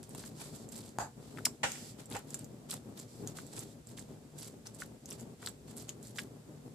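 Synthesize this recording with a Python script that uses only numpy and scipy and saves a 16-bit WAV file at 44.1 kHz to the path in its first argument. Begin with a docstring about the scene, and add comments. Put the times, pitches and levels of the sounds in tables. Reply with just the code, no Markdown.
"""Small dog suckling on fur

A quiet carpeted room, a phone microphone close to a small dog that suckles on another dog's fur.
Damp hairs crackle with each pull of the jaw, films of saliva snap with a brief, often bright ring,
and the nose snuffles softly. One loud smack and two hollow knocks come early on.
Behind it all lie an uneven low rumble and a faint appliance hum."""
import sys
import numpy as np
from scipy import signal
from scipy.fft import rfft, irfft, next_fast_len
from scipy.io import wavfile
from scipy.ndimage import uniform_filter1d

SR = 44100
rng = np.random.default_rng(int(sys.argv[2]) if len(sys.argv) > 2 else 0)


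def waveform_to_disk(signal):
    """Save audio, clipped to [-1, 1], as 16-bit WAV at the path in sys.argv[1]."""
    frames = np.transpose(np.atleast_2d(signal))
    scaled = np.clip(frames, -1, 1) * 32767
    samples = np.round(scaled).astype(np.int16)
    wavfile.write(sys.argv[1], SR, samples)


N = 297234
TIME = np.arange(N) / SR


def undb(db):
    """Decibels to gain."""
    return 10 ** (np.asarray(db) / 20)


def unit(x):
    """Scale to rms 1."""
    return x / np.sqrt(np.mean(x ** 2))


def pan(db):
    """Left and right gains, the left louder by db."""
    return undb(np.array([[db], [-db]]) / 2)


def shape(x, response):
    """Filter by a response given as a function of frequency."""
    size = next_fast_len(x.shape[-1] + 4096)
    hz = np.maximum(np.arange(size // 2 + 1) * SR / size, 1)
    return irfft(rfft(x, size) * response(hz), size)[..., :x.shape[-1]]


def high_pass(x, hz):
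    """Steep cut below hz."""
    return signal.sosfilt(signal.butter(4, hz, "highpass", fs=SR, output="sos"), x)


def colour(points):
    """Response through points of frequency_hz, gain_db."""
    hz, db = np.transpose(points)
    return lambda f: undb(np.interp(np.log(f), np.log(hz), db))


def resonance(f, hz, width):
    """Band-pass response, gain 1 at the centre."""
    return 1 / (1 + 1j * (f * f - hz * hz) / (f * width))


def resonances(f, modes):
    """Summed response of modes given as pitch_hz, width_hz, gain_db."""
    return sum(undb(db) * resonance(f, hz, width) for hz, width, db in modes)


def noise(size=N):
    """Two unrelated white noises."""
    return rng.standard_normal((2, size))


def spread(pair, alike_hz):
    """Two unrelated signals to left and right: alike in the bass, wide well above alike_hz."""
    side = shape(pair[1], lambda f: 0.022 + 1.14 * f / np.hypot(f, alike_hz))
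    return np.array([pair[0] + side, pair[0] - side])


def wander(hz):
    """Smooth random drift of rms 1, mostly slower than hz."""
    return unit(shape(noise()[0], lambda f: 1 / (1 + (f / hz) ** 4)))


def grains(per_s, scatter_db):
    """Two trains of tiny clicks of uneven size."""
    most = 30000
    places, sizes, signs = rng.random((3, 2, most))[..., :int(min(per_s * N / SR, most))]
    heights = undb(scatter_db * np.minimum(-np.log(1 - sizes), 4)) * np.sign(signs - .5)
    return unit(np.array([np.bincount((p * N).astype(int), h, N) for p, h in zip(places, heights)]))


def swell(start, length, attack_s, release_s):
    """A smooth attack, a hold and an exponential release."""
    t = TIME - start
    attack = np.sin(np.pi / 2 * np.clip(t / attack_s, 0, 1)) ** 2
    return attack * np.exp(-np.maximum(t - length, 0) / release_s)


# Brief swells and dips of the rumble: centre_s, change_db
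RUMBLE_SURGES = [(0.06, -9.5), (0.78, 4.5), (0.92, -4.5), (1.14, -17), (1.38, 6), (1.58, -11), (2.05, -10),
                 (2.15, 7), (2.24, -2.5), (2.44, 2.5), (2.75, 8), (2.9, 4.5), (3.09, -4.5), (3.24, 6),
                 (3.46, -5), (3.58, 4.5), (3.842, -21), (3.91, 4), (4.11, 3.5), (4.2, -4.5), (4.31, -8),
                 (4.62, -6.5), (5.0, -19), (5.22, 4.5), (5.38, -12), (6.44, -9.5), (6.67, 8)]
# Tone of the rumble: frequency_hz, gain_db
RUMBLE_SPECTRUM = [(20, -47), (40, -59), (58, -7.5), (92, -16.5), (108, -0.5), (170, -4.5), (230, 2),
                   (345, -6.5), (410, -8.5), (600, -11.5), (900, -20.5), (1400, -29.5), (3000, -41.5)]
# Room modes that the rumble excites: pitch_hz, width_hz, gain_db
ROOM_MODES = [(114.5, 26, -3), (151.1, 5.2, 9), (228, 14, -27.5), (406, 25, 0)]


def rumble(squelch_gain, surge_s=0.024, settle_db_per_s=0.25):
    """A low rumble booms in the room; it wanders, surges, settles slowly and rises with each pull."""
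    surges_db = sum(db * np.exp(-((TIME - s) / surge_s) ** 2) for s, db in RUMBLE_SURGES)
    rest_db = -52 + 1.67 * wander(hz=5.9) - settle_db_per_s * (TIME - TIME.mean()) + surges_db
    pull_gain = undb(-1) * uniform_filter1d(squelch_gain, size=SR // 40)
    rough = spread(grains(per_s=250, scatter_db=2.5) + 0.99 * noise(), alike_hz=1090)
    low = shape(rough, colour(RUMBLE_SPECTRUM))
    boom = unit(shape(low, lambda f: 1 + resonances(f, ROOM_MODES)))
    return np.hypot(undb(rest_db), pull_gain) * boom


# Partials of the appliance in the background: pitch_hz, level_db
HUM_PARTIALS = [(59, -79), (119.5, -66.5), (147.5, -66), (240, -72.5), (480, -74.5)]


def appliance_hum(throb_db=2.9, waver_rad=0.39):
    """A faint hum whose partials throb and waver together."""
    waver, throb = waver_rad * wander(hz=4), throb_db * wander(hz=4)
    return sum(undb(db + throb) * np.sqrt(2) * np.sin(2 * np.pi * (hz * TIME + rng.random()) + waver)
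               for hz, db in HUM_PARTIALS)


# Room tone: frequency_hz, gain_db
AIR_SPECTRUM = [(100, 27.5), (500, 16.5), (1000, 5.5), (2000, 2.5), (5000, -2), (10000, -3.5), (15000, -6)]


def room_air():
    """The still air of the room, a soft and steady noise."""
    return undb(-61.5) * unit(shape(spread(noise(), alike_hz=620), colour(AIR_SPECTRUM)))


# Pulls of the jaw in the fur: start_s, length_s, hair_db, squelch_db
JAW_PULLS = [(0.025, 0.016, -56, -60), (0.092, 0.029, -58.5, -66), (0.11, 0.17, -52, -59),
             (0.352, 0.12, -50.5, -53), (0.524, 0.044, -54, -62), (0.679, 0.14, -51.5, -60),
             (0.825, 0.069, -55, -71), (1.14, 0.28, -68.5, -63), (1.976, 0.038, -57.5, -53.5),
             (2.084, 0.09, -49, -48.5), (2.241, 0.17, -56.5, -58.5), (2.678, 0.063, -46, -49.5),
             (2.951, 0.066, -50.5, -55), (3.252, 0.049, -54.5, -55), (3.344, 0.049, -50, -55.5),
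             (3.499, 0.12, -49.5, -53), (3.855, 0.063, -58, -81), (3.963, 0.034, -50, -62),
             (4.347, 0.13, -49, -62), (4.651, 0.022, -54.5, -53), (4.733, 0.027, -57, -76),
             (4.78, 0.04, -47.5, -51.5), (5.062, 0.076, -52.5, -56), (5.178, 0.022, -55, -58),
             (5.377, 0.12, -55, -54), (5.661, 0.055, -58.5, -58.5), (5.743, 0.083, -51, -63),
             (5.859, 0.045, -59, -56.5), (6, 0.098, -56, -67), (6.146, 0.056, -47.5, -56)]
TIGHTEN_SHARE = 0.47  # part of each pull spent tightening


def jaw(hair_rest_db=-69, squelch_rest_db=-73):
    """Gains of hair and squelch: each pull tightens, holds and lets go; the muzzle is never quite still."""
    hair_power, squelch_power = undb(hair_rest_db) ** 2, undb(squelch_rest_db) ** 2
    tufts = unit(undb(2.5 * wander(hz=73)))  # hairs slip in small tufts
    for start, length, hair_db, squelch_db in JAW_PULLS:
        grip = tufts * swell(start, length, TIGHTEN_SHARE * length, release_s=0.025)
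        hair_power += (undb(hair_db) * grip) ** 2
        squelch_power += (undb(squelch_db) * grip) ** 2
    return np.sqrt(hair_power), np.sqrt(squelch_power)


def crackle(pitches_hz, gain, per_s, scatter_db, width_share, rush, firm_db, dull_hz=9500):
    """Grains ring at several pitches over a smooth rush; a light touch gives mostly the rush."""
    rings = sum(shape(grains(per_s, scatter_db), lambda f: resonance(f, hz, width_share * hz))
                for hz in pitches_hz)
    smooth = unit(shape(noise(), lambda f: 1 / np.hypot(1, (f / dull_hz) ** 4)))
    firmness = np.minimum(gain / undb(firm_db), 1)
    return (firmness * unit(rings) + rush * smooth) / np.hypot(firmness, rush)


# Tone of damp hair and of saliva at close range: frequency_hz, gain_db
HAIR_SPECTRUM = [(1000, -7), (2800, -8.5), (4600, -2.5), (6200, -4.5), (7600, -5.5), (9200, -6),
                 (11000, -3), (14500, -10.5)]
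SQUELCH_SPECTRUM = [(350, -11.5), (700, 4.5), (1400, 0), (2200, -5.5), (3500, -1.5), (6000, -8)]


def fur(hair_gain, squelch_gain):
    """Damp hairs slip past the lips while saliva squelches at a lower pitch inside the mouth."""
    hair = crackle([3500, 4480, 8000, 10000, 13200], hair_gain,
                   per_s=430, scatter_db=6, width_share=0.19, rush=0.99, firm_db=-57.5)
    squelch = crackle([800, 1400, 2300], squelch_gain,
                      per_s=250, scatter_db=2.5, width_share=0.23, rush=1, firm_db=-45.5)
    hair = unit(shape(spread(hair, alike_hz=7200), colour(HAIR_SPECTRUM)))
    squelch = unit(shape(spread(squelch, alike_hz=1300), colour(SQUELCH_SPECTRUM)))
    return undb(-3.5) * hair_gain * hair + undb(-4) * pan(2) * squelch_gain * squelch


def faint_films(per_pull=2, damping_hz=3200, pan_db=-13):
    """Rows of faint pops: films tear at random once a pull is tight, louder when it is firmer."""
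    rows = []
    for start, length, hair_db, _ in JAW_PULLS:
        for when, (size, pitch) in zip(rng.random(per_pull), rng.standard_normal((per_pull, 2))):
            tear_s = start + (TIGHTEN_SHARE + when * (1 - TIGHTEN_SHARE)) * length
            level_db = hair_db + 10.5 + 2 * np.tanh(size)
            rows.append((tear_s, level_db, 7700 + 500 * pitch, damping_hz, pan_db))
    return rows


# Wet pops right by the microphone: start_s, level_db, pitch_hz, damping_hz, pan_db (positive is left)
SALIVA_POPS = [(0.0933, -39, 9450, 3100, -4), (0.149, -34.5, 780, 890, 4), (0.1493, -36.5, 8000, 2000, -5),
               (0.1946, -35, 8000, 2400, -3), (0.2387, -35.5, 1440, 1600, 5), (0.6892, -40, 7350, 1500, -8),
               (0.7232, -38, 7440, 1900, -9), (0.7632, -35.5, 7500, 2000, -8), (1.374, -37, 1800, 2500, 10),
               (1.3851, -36.5, 1430, 1100, 5), (1.389, -35.5, 1470, 900, 5), (1.4509, -29, 5600, 2500, 7),
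               (1.453, -16, 9700, 2600, -2), (1.4538, -18.5, 6960, 2500, 9), (1.4545, -23.5, 2460, 800, 10),
               (1.4557, -15, 7600, 3000, -15), (1.4585, -27, 5430, 1500, 3), (1.4562, -15, 5400, 1400, 4),
               (1.4636, -30, 1640, 2500, -3), (1.4674, -27, 920, 1500, 4), (1.719, -27, 6900, 1600, 1),
               (1.7565, -39, 1810, 2500, 2), (2.0576, -38.5, 7600, 1500, -3), (2.101, -37.5, 9800, 3200, 2),
               (2.1242, -32, 3790, 3600, 5), (2.1664, -28, 7200, 1300, -17),
               (2.3057, -32.5, 7600, 4500, -1), (2.3434, -25.5, 7320, 1000, -4),
               (2.3436, -37.5, 1700, 2000, 2), (2.346, -30, 7000, 1200, 12), (2.3922, -36, 8250, 1500, -4),
               (2.4446, -35.5, 6960, 3020, -2), (2.708, -23, 9900, 3200, -1), (2.7106, -33, 7360, 4200, 5),
               (2.7131, -25.5, 4250, 2780, 4), (2.7384, -31, 8750, 4800, 3), (2.9987, -36, 7150, 2400, -3),
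               (3.2744, -29, 6600, 1500, 0), (3.387, -33.5, 1390, 1100, 1), (3.4668, -38, 7850, 2800, -8),
               (3.573, -44, 7700, 4500, 7), (3.5925, -30, 7440, 2000, -4), (3.871, -40.5, 7670, 1500, -3),
               (3.9765, -39, 3250, 1700, 1), (3.986, -41.5, 1680, 1510, -2),
               (4.3873, -35.5, 7970, 1700, -9), (4.423, -40, 4840, 1800, 0), (4.4792, -46, 8100, 4900, -4),
               (4.6702, -35, 5850, 1400, 4), (4.7474, -42, 7970, 2300, -12), (4.7946, -42, 8180, 2900, -5),
               (4.8206, -30.5, 1570, 1000, 1.5), (5.0581, -36, 6400, 1400, -1),
               (5.104, -33.5, 10200, 2500, -2), (5.1087, -33.5, 5800, 1400, 4),
               (5.1201, -39, 3100, 1600, 0), (5.1264, -36.5, 7860, 1400, -7),
               (5.2093, -40.5, 7000, 1600, -4), (5.4279, -40.5, 1400, 1800, 2),
               (5.4611, -29, 4480, 2000, 6), (5.463, -25.5, 8150, 2300, -4), (5.4729, -34.5, 1470, 1500, 2),
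               (5.4734, -25.5, 4150, 2500, 4), (5.4866, -34, 7700, 1000, -9), (5.768, -34, 10400, 4900, -2),
               (5.7749, -36, 8140, 2500, -7), (5.8925, -36.5, 3120, 1200, 1),
               (5.8927, -28.5, 6700, 1430, 1), (6.0287, -40, 7880, 2100, -11), (6.0708, -39, 7240, 2100, 0),
               (6.185, -29, 1700, 1200, 0), (6.1871, -25, 3260, 2100, 3), (6.1912, -26.5, 2000, 2100, -1)]


def saliva_pops(snap=0.22, rise_s=0.000075, ripple=0.075, ripple_s=0.0064, boost_db=2, repeat_db=-9):
    """Each saliva film snaps with a brief ring of its own pitch, often a bright one, set to its own side."""
    t = np.arange(1024) / SR
    port_delay_s = np.array([[1 / SR], [0]])  # the right port hears the ring first
    out = np.zeros((2, N + len(t)))
    for start_s, db, hz, damping_hz, pan_db in SALIVA_POPS + faint_films():
        fade = np.exp(-1.48 * damping_hz * t) * (1 - np.exp(-t / rise_s))
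        ring = np.sin(2 * np.pi * hz * (t - port_delay_s))
        tear = unit(shape(spread(noise(len(t)), alike_hz=16000), lambda f: resonance(f, hz, 0.8 * hz)))
        smaller_films = ripple * tear * np.exp(-t / ripple_s)
        pop = fade / fade.max() * (ring + snap * tear) + smaller_films
        pop = unit(pan(pan_db)) * high_pass(pop, min(0.67 * hz, 3300))  # so small a source has no bass
        gaps_s = rng.uniform(.2, 1, 2) * 0.003  # the pop sounds twice more, ever weaker
        for repeat, lag_s in enumerate(np.cumsum([0, *gaps_s])):
            start = int((start_s + lag_s) * SR)
            out[:, start:start + len(t)] += undb(db + boost_db + repeat * repeat_db) * pop
    return out[:, :N]


# Breaths with the nose in the fur: start_s, length_s, level_db, whistle_start_hz
BREATHS = [(0.33, 0.31, -62.5, 4820), (1.19, 0.37, -69, 4620), (1.688, 0.22, -56, 5070),
           (3.06, 0.16, -64, 4880), (3.349, 0.376, -64.5, 4390), (4.024, 0.12, -73, 3450)]
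# Resonances of the nostrils: pitch_hz, width_hz, gain_db
NOSTRIL_MODES = [(3600, 150, -2), (5200, 2700, 3), (7500, 1300, -2.5), (10200, 780, -4)]


def snuffles(whistle_db=-6.5, flutter_hz=550, sag_hz_per_s=1800):
    """Air hisses through the nostrils, with an airy whistle that sinks during each snuffle."""
    hiss = unit(shape(spread(noise(), alike_hz=4400), lambda f: resonances(f, NOSTRIL_MODES)))
    flutter = unit(shape(spread(noise(), flutter_hz), lambda f: 1 / (1 + (f / flutter_hz) ** 2)))
    out = 0
    for start, length, db, hz in BREATHS:
        t = TIME - start
        whistle = np.sqrt(2) * flutter * np.sin(2 * np.pi * (hz - sag_hz_per_s * t / 2) * t)
        breath = swell(start, length, attack_s=0.038, release_s=0.021)
        out += undb(db) * breath * (hiss + undb(whistle_db) * whistle)
    return out


# Resonances of the mouth in the loud smack: pitch_hz, width_hz, gain_db
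MOUTH_MODES = [(870, 110, -21.5), (1080, 350, -20.5), (1520, 340, -18.5), (4700, 600, -36),
               (6760, 990, -28.5), (10400, 440, -41.5)]


def smack(start_s=0.9864, echo_db=1, echo_rise_s=0.035, echo_fall_s=0.025):
    """The lips lose their seal once: the whole mouth clucks, and the room answers."""
    t = np.arange(SR // 4) / SR
    ring = sum(undb(db) * np.sin(2 * np.pi * hz * t) * np.exp(-np.pi * width * t)
               for hz, width, db in MOUTH_MODES)
    tone = colour([(60, -7), (300, -3), (520, -26), (700, 0),
                   (1750, -11), (2200, -39), (3000, -33), (4500, 1)])
    cluck = shape(-ring, tone)
    echo_fade = (1 - np.exp(-t / echo_rise_s)) * np.exp(-t / echo_fall_s)
    walls = unit(noise(len(t)) * echo_fade) / np.sqrt(len(t))
    echo = signal.fftconvolve(cluck[None], spread(walls, alike_hz=1900), axes=1)[:, :len(t)]
    start = int(start_s * SR)
    return np.pad(cluck + undb(echo_db) * echo, [(0, 0), (start, N - start - len(t))])


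# Contacts, the first two heard as one knock: start_s, level_db, rise_s, fall_s, tilt_db_per_octave
KNOCK_CONTACTS = [(1.6313, -28, 0.0026, 0.02, -0.5), (1.654, -46, 0.0078, 0.092, 4.5),
                  (2.146, -39, 0.0041, 0.021, -4.5)]
# Hollow ring of the knocks: pitch_hz, width_hz, gain_db
HOLLOW_MODES = [(532, 54, 6.5), (815, 45, 9.5), (925, 57, -3), (1040, 71, -8), (1400, 100, -5),
                (1530, 95, -13), (1830, 170, -4), (2260, 77, -14), (2550, 150, -25), (2920, 87, -26),
                (3320, 100, -22)]
# Broad thud under that ring: frequency_hz, gain_db
THUD_SPECTRUM = [(60, -9), (130, 2), (400, -10), (800, -2), (3000, -2), (4000, -11.5), (6000, -9.5),
                 (8000, -12), (10000, -20), (15000, -43)]


def knocks(tilt_above_hz=1000):
    """Short scuffing contacts ring the same hollow modes."""
    t = np.arange(SR // 2) / SR
    thud = colour(THUD_SPECTRUM)
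    out = np.zeros((2, N))
    for start_s, db, rise_s, fall_s, tilt_db in KNOCK_CONTACTS:
        def body(f):
            treble = undb(tilt_db * np.log2(np.maximum(f / tilt_above_hz, 1)))
            return treble * (thud(f) + resonances(f, HOLLOW_MODES))

        scuff = spread(noise(len(t)), alike_hz=1400) * (1 - np.exp(-t / rise_s)) * np.exp(-t / fall_s)
        start = int(start_s * SR)
        out[:, start:start + len(t)] += undb(db) * unit(shape(scuff, body)) * np.sqrt(fall_s / t[-1])
    return pan(1) * out


def room_reflections(x, t60_s=0.13, early_s=0.0058, early_db=-11, late_db=-14):
    """Quick reflections off the bodies and floor, then a short, soft tail."""
    t = np.arange(SR // 2) / SR
    onset = 1 - np.exp(-t / 0.0026)
    early, late = (unit(noise(len(t)) * onset * np.exp(-t / decay_s)) / np.sqrt(len(t))
                   for decay_s in (early_s, t60_s / np.log(1000)))
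    return signal.fftconvolve(x, undb(early_db) * early + undb(late_db) * late, axes=1)[:, :N]


def microphone_ports(x, ring_hz=7650, width_hz=1200, left_db=-14, right_db=4.5):
    """Sound rings the phone's microphone ports, the right one far more."""
    return shape(x, lambda f: 1 + undb([[left_db], [right_db]]) * resonance(f, ring_hz, width_hz))


def scene():
    """Wet pops, with their bright ring built in, sound over fur, snuffles, knocks and rumble."""
    hair_gain, squelch_gain = jaw()
    pops, bumps = saliva_pops(), knocks()
    diffuse = fur(hair_gain, squelch_gain) + snuffles() + smack() + bumps + room_reflections(pops + bumps)
    background = pan(2.16) * (rumble(squelch_gain) + room_air()) + appliance_hum()
    return pops + microphone_ports(diffuse + background)


def record(dry, bass_cut_hz=47, top_hz=14500):
    """The phone cuts the deep bass and the top."""
    low_pass = signal.ellip(8, .2, 70, top_hz, fs=SR, output="sos")
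    return signal.sosfilt(low_pass, high_pass(dry, bass_cut_hz))


dry = scene()
out = record(dry)
waveform_to_disk(out)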